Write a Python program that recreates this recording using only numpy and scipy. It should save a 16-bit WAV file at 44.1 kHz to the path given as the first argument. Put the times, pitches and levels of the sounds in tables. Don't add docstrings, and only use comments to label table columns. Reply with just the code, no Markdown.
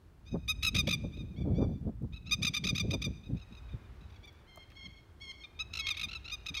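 import sys
import numpy as np
from scipy import signal
from scipy.fft import rfft, irfft, next_fast_len
from scipy.io import wavfile

SR = 44100
rng = np.random.default_rng(int(sys.argv[2]) if len(sys.argv) > 2 else 0)


def store_pcm(level_fs):
    pcm = np.round(np.clip(level_fs, -1, 1) * 32767).astype(np.int16)
    wavfile.write(sys.argv[1], SR, np.atleast_2d(pcm).T)


N = 291060
TIME = np.arange(N) / SR

NEAR_DB, SCATTER_DB_PER_DB, ECHO_DB_PER_DB = -40, .48, .68

# (time [s], opening length [s], short chirps [count], closing length [s], break after each rising chirp [s],
#  pitch [Hz], level of the last syllable [dB], 5-6 kHz presence [dB], top treble [dB])
KEKS = [(.252, .055, 0, .05, 0, 1250, -61, 5, -2), (.478, 0, 0, 0.05, 0, 1262, -32, 2.5, 9.5),
        (.625, .020, 1, 0.033, .001, 1280, -30.5, 3.5, 10.5),
        (.744, .017, 1, .040, .001, 1232, -30.5, 3.5, 9), (.869, .018, 2, 0.031, .002, 1206, -32, 2.5, 8.5),
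        (1.115, 0.05, 1, 0.05, 0, 1230, -56, -3, 1), (1.357, 0.048, 0, 0.037, 0, 1158, -60.5, -3.5, -4),
        (1.539, .068, 0, .054, 0, 1178, -59.5, 2.5, -7), (2.123, .037, 0, .026, .001, 1285, -53.5, -7, -3),
        (2.258, 0.035, 0, 0.014, .002, 1305, -51, 1, -9), (2.309, 0, 0, .042, 0, 1245, -30, 6, 6.5),
        (2.418, .029, 1, 0.029, .002, 1218, -31.5, 5.5, 7.5),
        (2.534, 0.03, 0, 0.024, .001, 1215, -34, 4, 6), (2.636, .031, 1, 0.029, .003, 1218, -34.3, 6, 5.5),
        (2.747, .030, 1, .026, .004, 1202, -35.5, 6, 6.5),
        (2.901, .030, 0, 0.026, .004, 1217, -39, 4.5, 6.5),
        (3.014, .026, 0, 0.032, .005, 1205, -39.5, 5.5, 6.5),
        (3.228, 0.025, 0, 0.037, 0, 1252, -62, -4, -1), (3.363, 0.03, 1, 0.031, .004, 1275, -60, 1.5, -5),
        (3.513, .034, 1, .034, .005, 1250, -60, -1, 2), (3.685, 0.028, 0, 0.036, 0, 1215, -65.5, -5, -4),
        (4.005, .025, 0, 0.025, .004, 1295, -67.5, -2, -4),
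        (4.095, .025, 2, 0.018, .007, 1130, -63.5, 1.5, -4),
        (4.227, 0.045, 0, 0.029, .006, 1144, -56.5, -1.5, -7),
        (5.435, 0.00042, 0, 0.025, 0, 1212, -48, -12, -12), (5.590, 0, 0, .041, 0, 1298, -37.5, 0, -7),
        (5.732, .019, 2, .029, .005, 1297, -37, 4, 3.5), (5.864, .020, 1, .025, .005, 1218, -34, 1, 3.5),
        (5.941, .019, 0, 0, .004, 1240, -46, -10, -4), (5.965, .028, 2, .030, .005, 1230, -37, 0, 5),
        (6.082, .029, 2, .031, .005, 1322, -42.3, -3, -4), (6.241, 0.037, 2, 0, .005, 1310, -45, -2, -8),
        (6.311, 0, 0, .047, 0, 1250, -40, 3, 4), (6.459, .025, 0, 0.022, .005, 1252, -40.5, 2.5, 4),
        (6.539, 0.027, 0, .025, .003, 1246, -38.5, 2, 3)]
# (time [s], length [s], pitch [Hz], glide [Hz], level [dB], presence [dB], top treble [dB])
WAILS = [(4.465, 0.18, 1064, 48, -61, -6, -2), (4.753, 0.12, 1089, 16, -52, -3.5, -7),
         (5.201, 0.12, 1089, -15, -49.5, -1, 1), (5.784, 0.116, 1101, 0.5, -42, -6, -9),
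         (6.564, 0.091, 1099, 0, -41.5, 2.5, -1)]


def lapwings(ground_db=-15.5, ground_s=0.0072, scatter_db=-18, wail_scatter_db=-11,
             echo_db=-8, kek_echo_db=-24, echo_s=0.105, doppler_hz=14):
    keks, to_scatter, wails, to_echo = np.zeros((4, N))
    for s, opening_s, count, closing_s, break_s, pitch_hz, db, presence_db, treble_db in KEKS:
        sound = undb(db) * call(opening_s, count, closing_s, break_s, pitch_hz, presence_db, treble_db)
        far_db = NEAR_DB - db
        add(keks, s, sound)
        add(to_scatter, s, undb(scatter_db + SCATTER_DB_PER_DB * far_db) * sound)
        add(to_echo, s, undb(kek_echo_db + ECHO_DB_PER_DB * far_db) * sound)
    for s, length, pitch_hz, glide_hz, db, presence_db, treble_db in WAILS:
        add(wails, s, undb(db) * wail(length, pitch_hz, glide_hz, presence_db, treble_db))
        higher = wail(length, pitch_hz + doppler_hz, glide_hz, presence_db, treble_db)
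        add(to_echo, s, undb(db + echo_db) * higher)
    ground_lag_s = ground_s * (1 + 0.1095 * wobble(0.466, N))
    ground = undb(ground_db) * delayed(keks, ground_lag_s)
    echo = field(delayed(to_echo, echo_s), t60_s=0.14, build_s=.002)
    scatter = field(to_scatter + undb(wail_scatter_db) * wails, t60_s=0.8, build_s=0.009)
    return keks + wails + ground + echo + scatter


CRESCENDO_DB = 1.8
LIFT_HZ_PER_S = 6000


def call(opening_s, count, closing_s, break_s, pitch_hz, presence_db, treble_db):
    parts = syllables(opening_s, count, closing_s, break_s)
    out, s = np.zeros(SR // 2), 0
    for k, (length, silent_s, kind) in enumerate(parts):
        lifted_hz = pitch_hz + LIFT_HZ_PER_S * silent_s
        sound = syllable(length - silent_s, lifted_hz, presence_db, treble_db, kind)
        add(out, s, undb(CRESCENDO_DB * (k + 1 - len(parts))) * sound)
        s += length
    return out


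STUTTER_S = .0185

# (pitch against the call's [ratio], glide [Hz], arch [Hz], rasp [0-1], time for the rasp to settle [s],
#  place of the peak [0-1], bite of the onset [0-1])
OPENING = (.985, 200, 0, .55, .0065, .56, .07)
CHIRP = (1.02, 185, 10, .52, .0042, .47, .1)
CLOSING = (1.0, -100, 30, .33, .004, .39, .12)
PIP = (1.0, 25, 80, .27, .0045, .48, .035)


def syllables(opening_s, count, closing_s, break_s):
    if opening_s <= 0:
        return [(closing_s, 0, PIP)]
    rising = [(opening_s, break_s, OPENING)] + [(STUTTER_S, break_s, CHIRP)] * round(count)
    if closing_s > 0:
        return rising + [(closing_s, 0, CLOSING)]
    return rising


def syllable(length, pitch_hz, presence_db, treble_db, kind, dull_db=5, quiver_db=.7,
             hoarse=.23, scoop=.028, drawl=.45, fullness=.9):
    ratio, glide_hz, arch_hz, rasp, settle_s, peak, bite = kind
    t = np.arange(int(length * SR)) / SR
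    u = t / length
    start = np.exp(-t / settle_s)
    scooped_hz = pitch_hz * ratio * (1 - scoop * start)
    glide = glide_hz * (STUTTER_S / length) ** drawl * (u - .5)
    hz = scooped_hz + glide - arch_hz * (2 * u - 1) ** 2
    bend = np.log(.5) / np.log(min(peak, .9))
    swell = abs(np.sin(np.pi * u ** bend)) ** fullness
    breakout = bite * start * np.minimum(t / 0.0012, 1)
    soft_db = dull_db * (swell - 1)
    pressure = unit((swell + breakout) * undb(quiver_db * wobble(90, len(t))))
    rough = rasp * (1.8 * start + hoarse)
    return pressure * syrinx(hz, rough, presence_db + soft_db / 2, treble_db + soft_db)


# (share of its length [0-1], pitch [ratio], level [dB])
WAIL_SHAPE = [(0, .94, -16), (.12, 1.015, -1), (.33, .997, -2.5), (.55, .983, -1.5), (.75, .995, 1.5),
              (.93, .983, 4), (1, 0.94, -3.5)]


def wail(length, pitch_hz, glide_hz, presence_db, treble_db, tremor_db=1.9):
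    u = np.linspace(0, 1, int(length * SR))
    share, ratio, db = np.transpose(WAIL_SHAPE)
    waver = 1 + .004 * wobble(60, len(u))
    hz = (pitch_hz + glide_hz * (u - .5)) * np.interp(u, share, ratio) * waver
    swell = unit(undb(np.interp(u, share, db) + tremor_db * wobble(86, len(u))))
    voice = swell * syrinx(hz, .06, presence_db, treble_db)
    return colour(voice, [(1100, -0.5), (2200, -0.5), (3200, 0.5), (6000, 1.5),
                          (7200, 0), (9000, 3.5), (14000, -15)])


# (frequency [Hz], relative level [dB])
THROAT = [(1050, -19.5), (1280, -14), (2100, 1.6), (2500, 0.3), (3750, 2), (5000, -10), (6250, -10.5),
          (7300, -29), (8700, -29.2), (10000, -31), (11400, -30.5), (13500, -32.5), (15500, -44)]


def syrinx(hz, rough, presence_db, treble_db, jitter=0.053, shimmer=1.0, flutter_hz=700,
           scatter_db=0.0, drift_db=2, count=13):
    size = len(hz)
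    uneven_hz = hz * (1 + jitter * rough * wobble(flutter_hz, size))
    phase = 2 * np.pi * np.cumsum(uneven_hz) / SR
    strength = 1 + np.tanh(shimmer * rough * wobble(flutter_hz, size))
    k = np.arange(1, count + 1)[:, None]
    upper = np.clip((k * hz - 3900) / 800, 0, 1)
    top = np.clip((k * hz - 6600) / 1900, 0, 1)
    beam_db = (upper - top) * presence_db + top * treble_db
    drift = np.array([wobble(61, size) for _ in range(count)])
    gain = undb(spectrum_db(THROAT, k * hz) + beam_db + (scatter_db + drift_db * top) * drift)
    spread = np.pi * k ** 2 / (2 * count) + .5 * drift
    pulses = strength * np.sum(gain * np.cos(k * phase - spread), axis=0)
    body = np.sqrt(np.mean(np.sum(gain[1:3] ** 2, axis=0)) / 2)
    return pulses / body


def field(x, t60_s, build_s):
    t = TIME[:SR]
    tail = rng.standard_normal(SR) * undb(-60 * t / t60_s) * (1 - np.exp(-t / build_s))
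    tail = colour(tail, [(1200, -5.0), (2500, -2.5), (4000, -5.5), (6200, -5.5),
                         (9000, -4.0), (15000, -30)])
    return signal.fftconvolve(x, unit(tail))[:N] / np.sqrt(SR * np.pi)


# (frequency [Hz], relative level [dB per Hz])
RUMBLE = [(12, -43.5), (25, -18.5), (38, 11), (55, 18.5), (85, 16), (130, 5), (250, -56.5)]
BUFFET = [(50, -11.5), (110, 2.5), (180, 2.5), (270, -5), (400, -16.5), (600, -23.5), (900, -39.5),
          (1400, -54), (2500, -78), (6000, -96)]


def wind(rumble_db=-1, buffet_db=-1, flicker_db=1.5, own_db=1.6, reach=0.48, usual_db=-37):
    low_db, gust_db = wind_force()
    eddies_db = flicker_db * wobble(57, N)
    out = unit(colour(rng.standard_normal(N), RUMBLE)) * undb(low_db + rumble_db)
    force_db = np.maximum(gust_db - usual_db, -10)
    for hz, band in octaves(BUFFET):
        height = np.clip(np.log2(hz / 180), 0, 2)
        shared_db = eddies_db * (1.5 + 0.78 * height)
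        reach_db = reach * force_db * height
        band_db = gust_db + buffet_db + shared_db + reach_db + own_db * wobble(52, N)
        out += band * undb(band_db)
    return out


# (time [s], rumble level [dB], buffeting level [dB])
BREEZE = [(0, -59.5, -67), (.28, -53, -62.5), (.55, -40, -47.5), (.9, -40.5, -43), (1.3, -44.5, -43),
          (1.7, -42, -39.5), (1.95, -43, -49.5), (2.2, -49, -52), (2.4, -43, -43.5), (2.6, -55, -43),
          (2.9, -44, -41.5), (3.2, -46, -50.5), (3.45, -50, -67.5), (4.0, -45.5, -58.5), (4.35, -58, -68),
          (5.55, -57, -67), (5.72, -50.5, -60), (6.6, -52, -66)]
# (time of the middle [s], length [s], level [dB])
GUSTS = [(0.353, .11, -31.5), (0.781, 0.15, -36.5), (.88, 0.15, -35.5), (1.054, .1, -35), (1.206, .14, -41),
         (1.435, .16, -33), (1.509, .16, -31), (1.605, .16, -29.5), (1.70, .15, -34), (1.872, .12, -35),
         (2.038, .075, -33), (2.429, .19, -38), (2.694, .2, -37.5), (2.854, 0.16, -35),
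         (2.941, 0.12, -31.5), (3.083, 0.11, -35), (3.328, .14, -33.5), (3.528, 0.061, -47),
         (3.749, .07, -42.5), (4.865, 0.13, -53.5), (6.067, 0.12, -53), (6.521, 0.067, -44.5)]


def wind_force(gust_rumble_db=-6, waver_db=2, waver_hz=12, steepness=1.3):
    low_db, buffet_db = curve(BREEZE)
    power = np.zeros(N)
    for s, length, db in GUSTS:
        swell = abs(np.hanning(int(length * SR))) ** steepness
        add(power, s - length / 2, undb(db) ** 2 * swell)
    breeze_power = undb(low_db + waver_db * wobble(waver_hz, N)) ** 2
    rumble_power = breeze_power + undb(gust_rumble_db) ** 2 * power
    return 10 * np.log10(rumble_power), 10 * np.log10(undb(buffet_db) ** 2 + power)


# (time [s], length [s], level [dB])
EDDIES = [(0.335, 0.042, -36), (0.869, 0.023, -36.5), (1.031, 0.032, -46.5), (1.587, 0.089, -40),
          (2.922, 0.039, -36), (3.072, 0.016, -46.5)]


def eddies():
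    out = np.zeros(N)
    for s, length, db in EDDIES:
        puff = unit(colour(rng.standard_normal(SR // 2), [
            (120, -19), (300, -6), (520, 3), (800, -10.5), (1200, -19), (2400, -52), (6000, -79)]))
        size = int(length * SR)
        add(out, s, undb(db) * np.hanning(size) * puff[:size])
    return out


# (time [s], tick level [dB], knock level [dB], knock pitch [Hz])
CLICKS = [(2.024, -65, -80, 900), (4.257, -61, -68, 1800), (4.279, -63, -68, 1800), (4.328, -64, -72, 1800),
          (4.559, -51, -62, 900), (4.574, -57, -45, 650), (4.703, -70, -57, 2600), (4.718, -70, -54, 1800)]


def clicks(tick_s=0.0017, knock_s=0.0046, size=4096):
    out, t = np.zeros(N), TIME[:size]
    for s, tick_db, knock_db, hz in CLICKS:
        bright = colour(rng.standard_normal(size), [(1500, -10), (6000, 0), (15000, 2)])
        dull = colour(rng.standard_normal(size), [(hz / 4, -20), (hz, 0), (hz * 2, -14), (hz * 4, -40)])
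        tick = unit(bright) * np.exp(-t / tick_s)
        knock = unit(dull) * np.exp(-t / knock_s)
        add(out, s, undb(tick_db) * tick + undb(knock_db) * knock)
    return out


# (frequency [Hz], relative level [dB per Hz])
HUSH = [(40, 7), (150, -6.5), (350, -4.5), (500, -13), (900, -16.5), (1500, -19), (2200, -25.5),
        (4000, -28.5), (7000, -35), (15500, -38)]
# (time [s], level [dB])
SWELL = [(0, 1), (1, 2), (2.2, 0), (3.2, 3.5), (3.6, 10), (3.95, 10.5), (4.3, 7), (5.1, 5), (5.7, 7),
         (6.6, 9.5)]


def hush(level_db=-62, flicker_db=1):
    swell_db, = curve(SWELL)
    out = np.zeros(N)
    for hz, band in octaves(HUSH):
        share = np.exp(-(np.log2(hz / 1600) / 2) ** 2)
        out += band * undb(share * (swell_db + flicker_db * wobble(5.3, N)))
    return undb(level_db) * out


def undb(db):
    return 10 ** (np.asarray(db) / 20)


def unit(x):
    return x / np.sqrt(np.mean(x ** 2) + 1e-20)


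def spectrum_db(points, hz):
    f, db = np.transpose(points)
    return np.interp(np.log(np.maximum(hz, 1)), np.log(f), db)


def curve(rows):
    s, *columns = np.transpose(rows)
    return [np.interp(TIME, s, c) for c in columns]


def colour(x, points):
    gain = undb(spectrum_db(points, np.fft.rfftfreq(len(x), 1 / SR)))
    return irfft(rfft(x) * gain, len(x))


def wobble(rate_hz, size):
    padded = next_fast_len(2048 * (size // 2048 + 2))
    f = np.fft.rfftfreq(padded, 1 / SR)
    slow = rfft(rng.standard_normal(padded)) * np.exp(-(f / rate_hz) ** 2)
    return unit(irfft(slow))[:size]


def octaves(points):
    whole = rfft(unit(colour(rng.standard_normal(N), points)))
    place = np.log2(np.maximum(np.fft.rfftfreq(N, 1 / SR), 1))
    for k in range(4, 15):
        yield 2. ** k, irfft(whole * np.maximum(1 - abs(place - k), 0), N)


def add(out, s, x):
    i = min(max(int(s * SR), 0), N)
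    out[i:i + len(x)] += x[:N - i]


def delayed(x, lag_s):
    return np.interp(TIME - lag_s, TIME, x, left=0)


def scene():
    return (lapwings() + wind() + eddies() + hush() + clicks())[None]


def record(dry, low_hz=32, top_hz=15750):
    low_cut = signal.butter(2, low_hz, "high", fs=SR, output="sos")
    top_cut = signal.ellip(10, .2, 70, top_hz, fs=SR, output="sos")
    return signal.sosfilt(top_cut, signal.sosfilt(low_cut, dry))


dry = scene()
out = record(dry)
store_pcm(out)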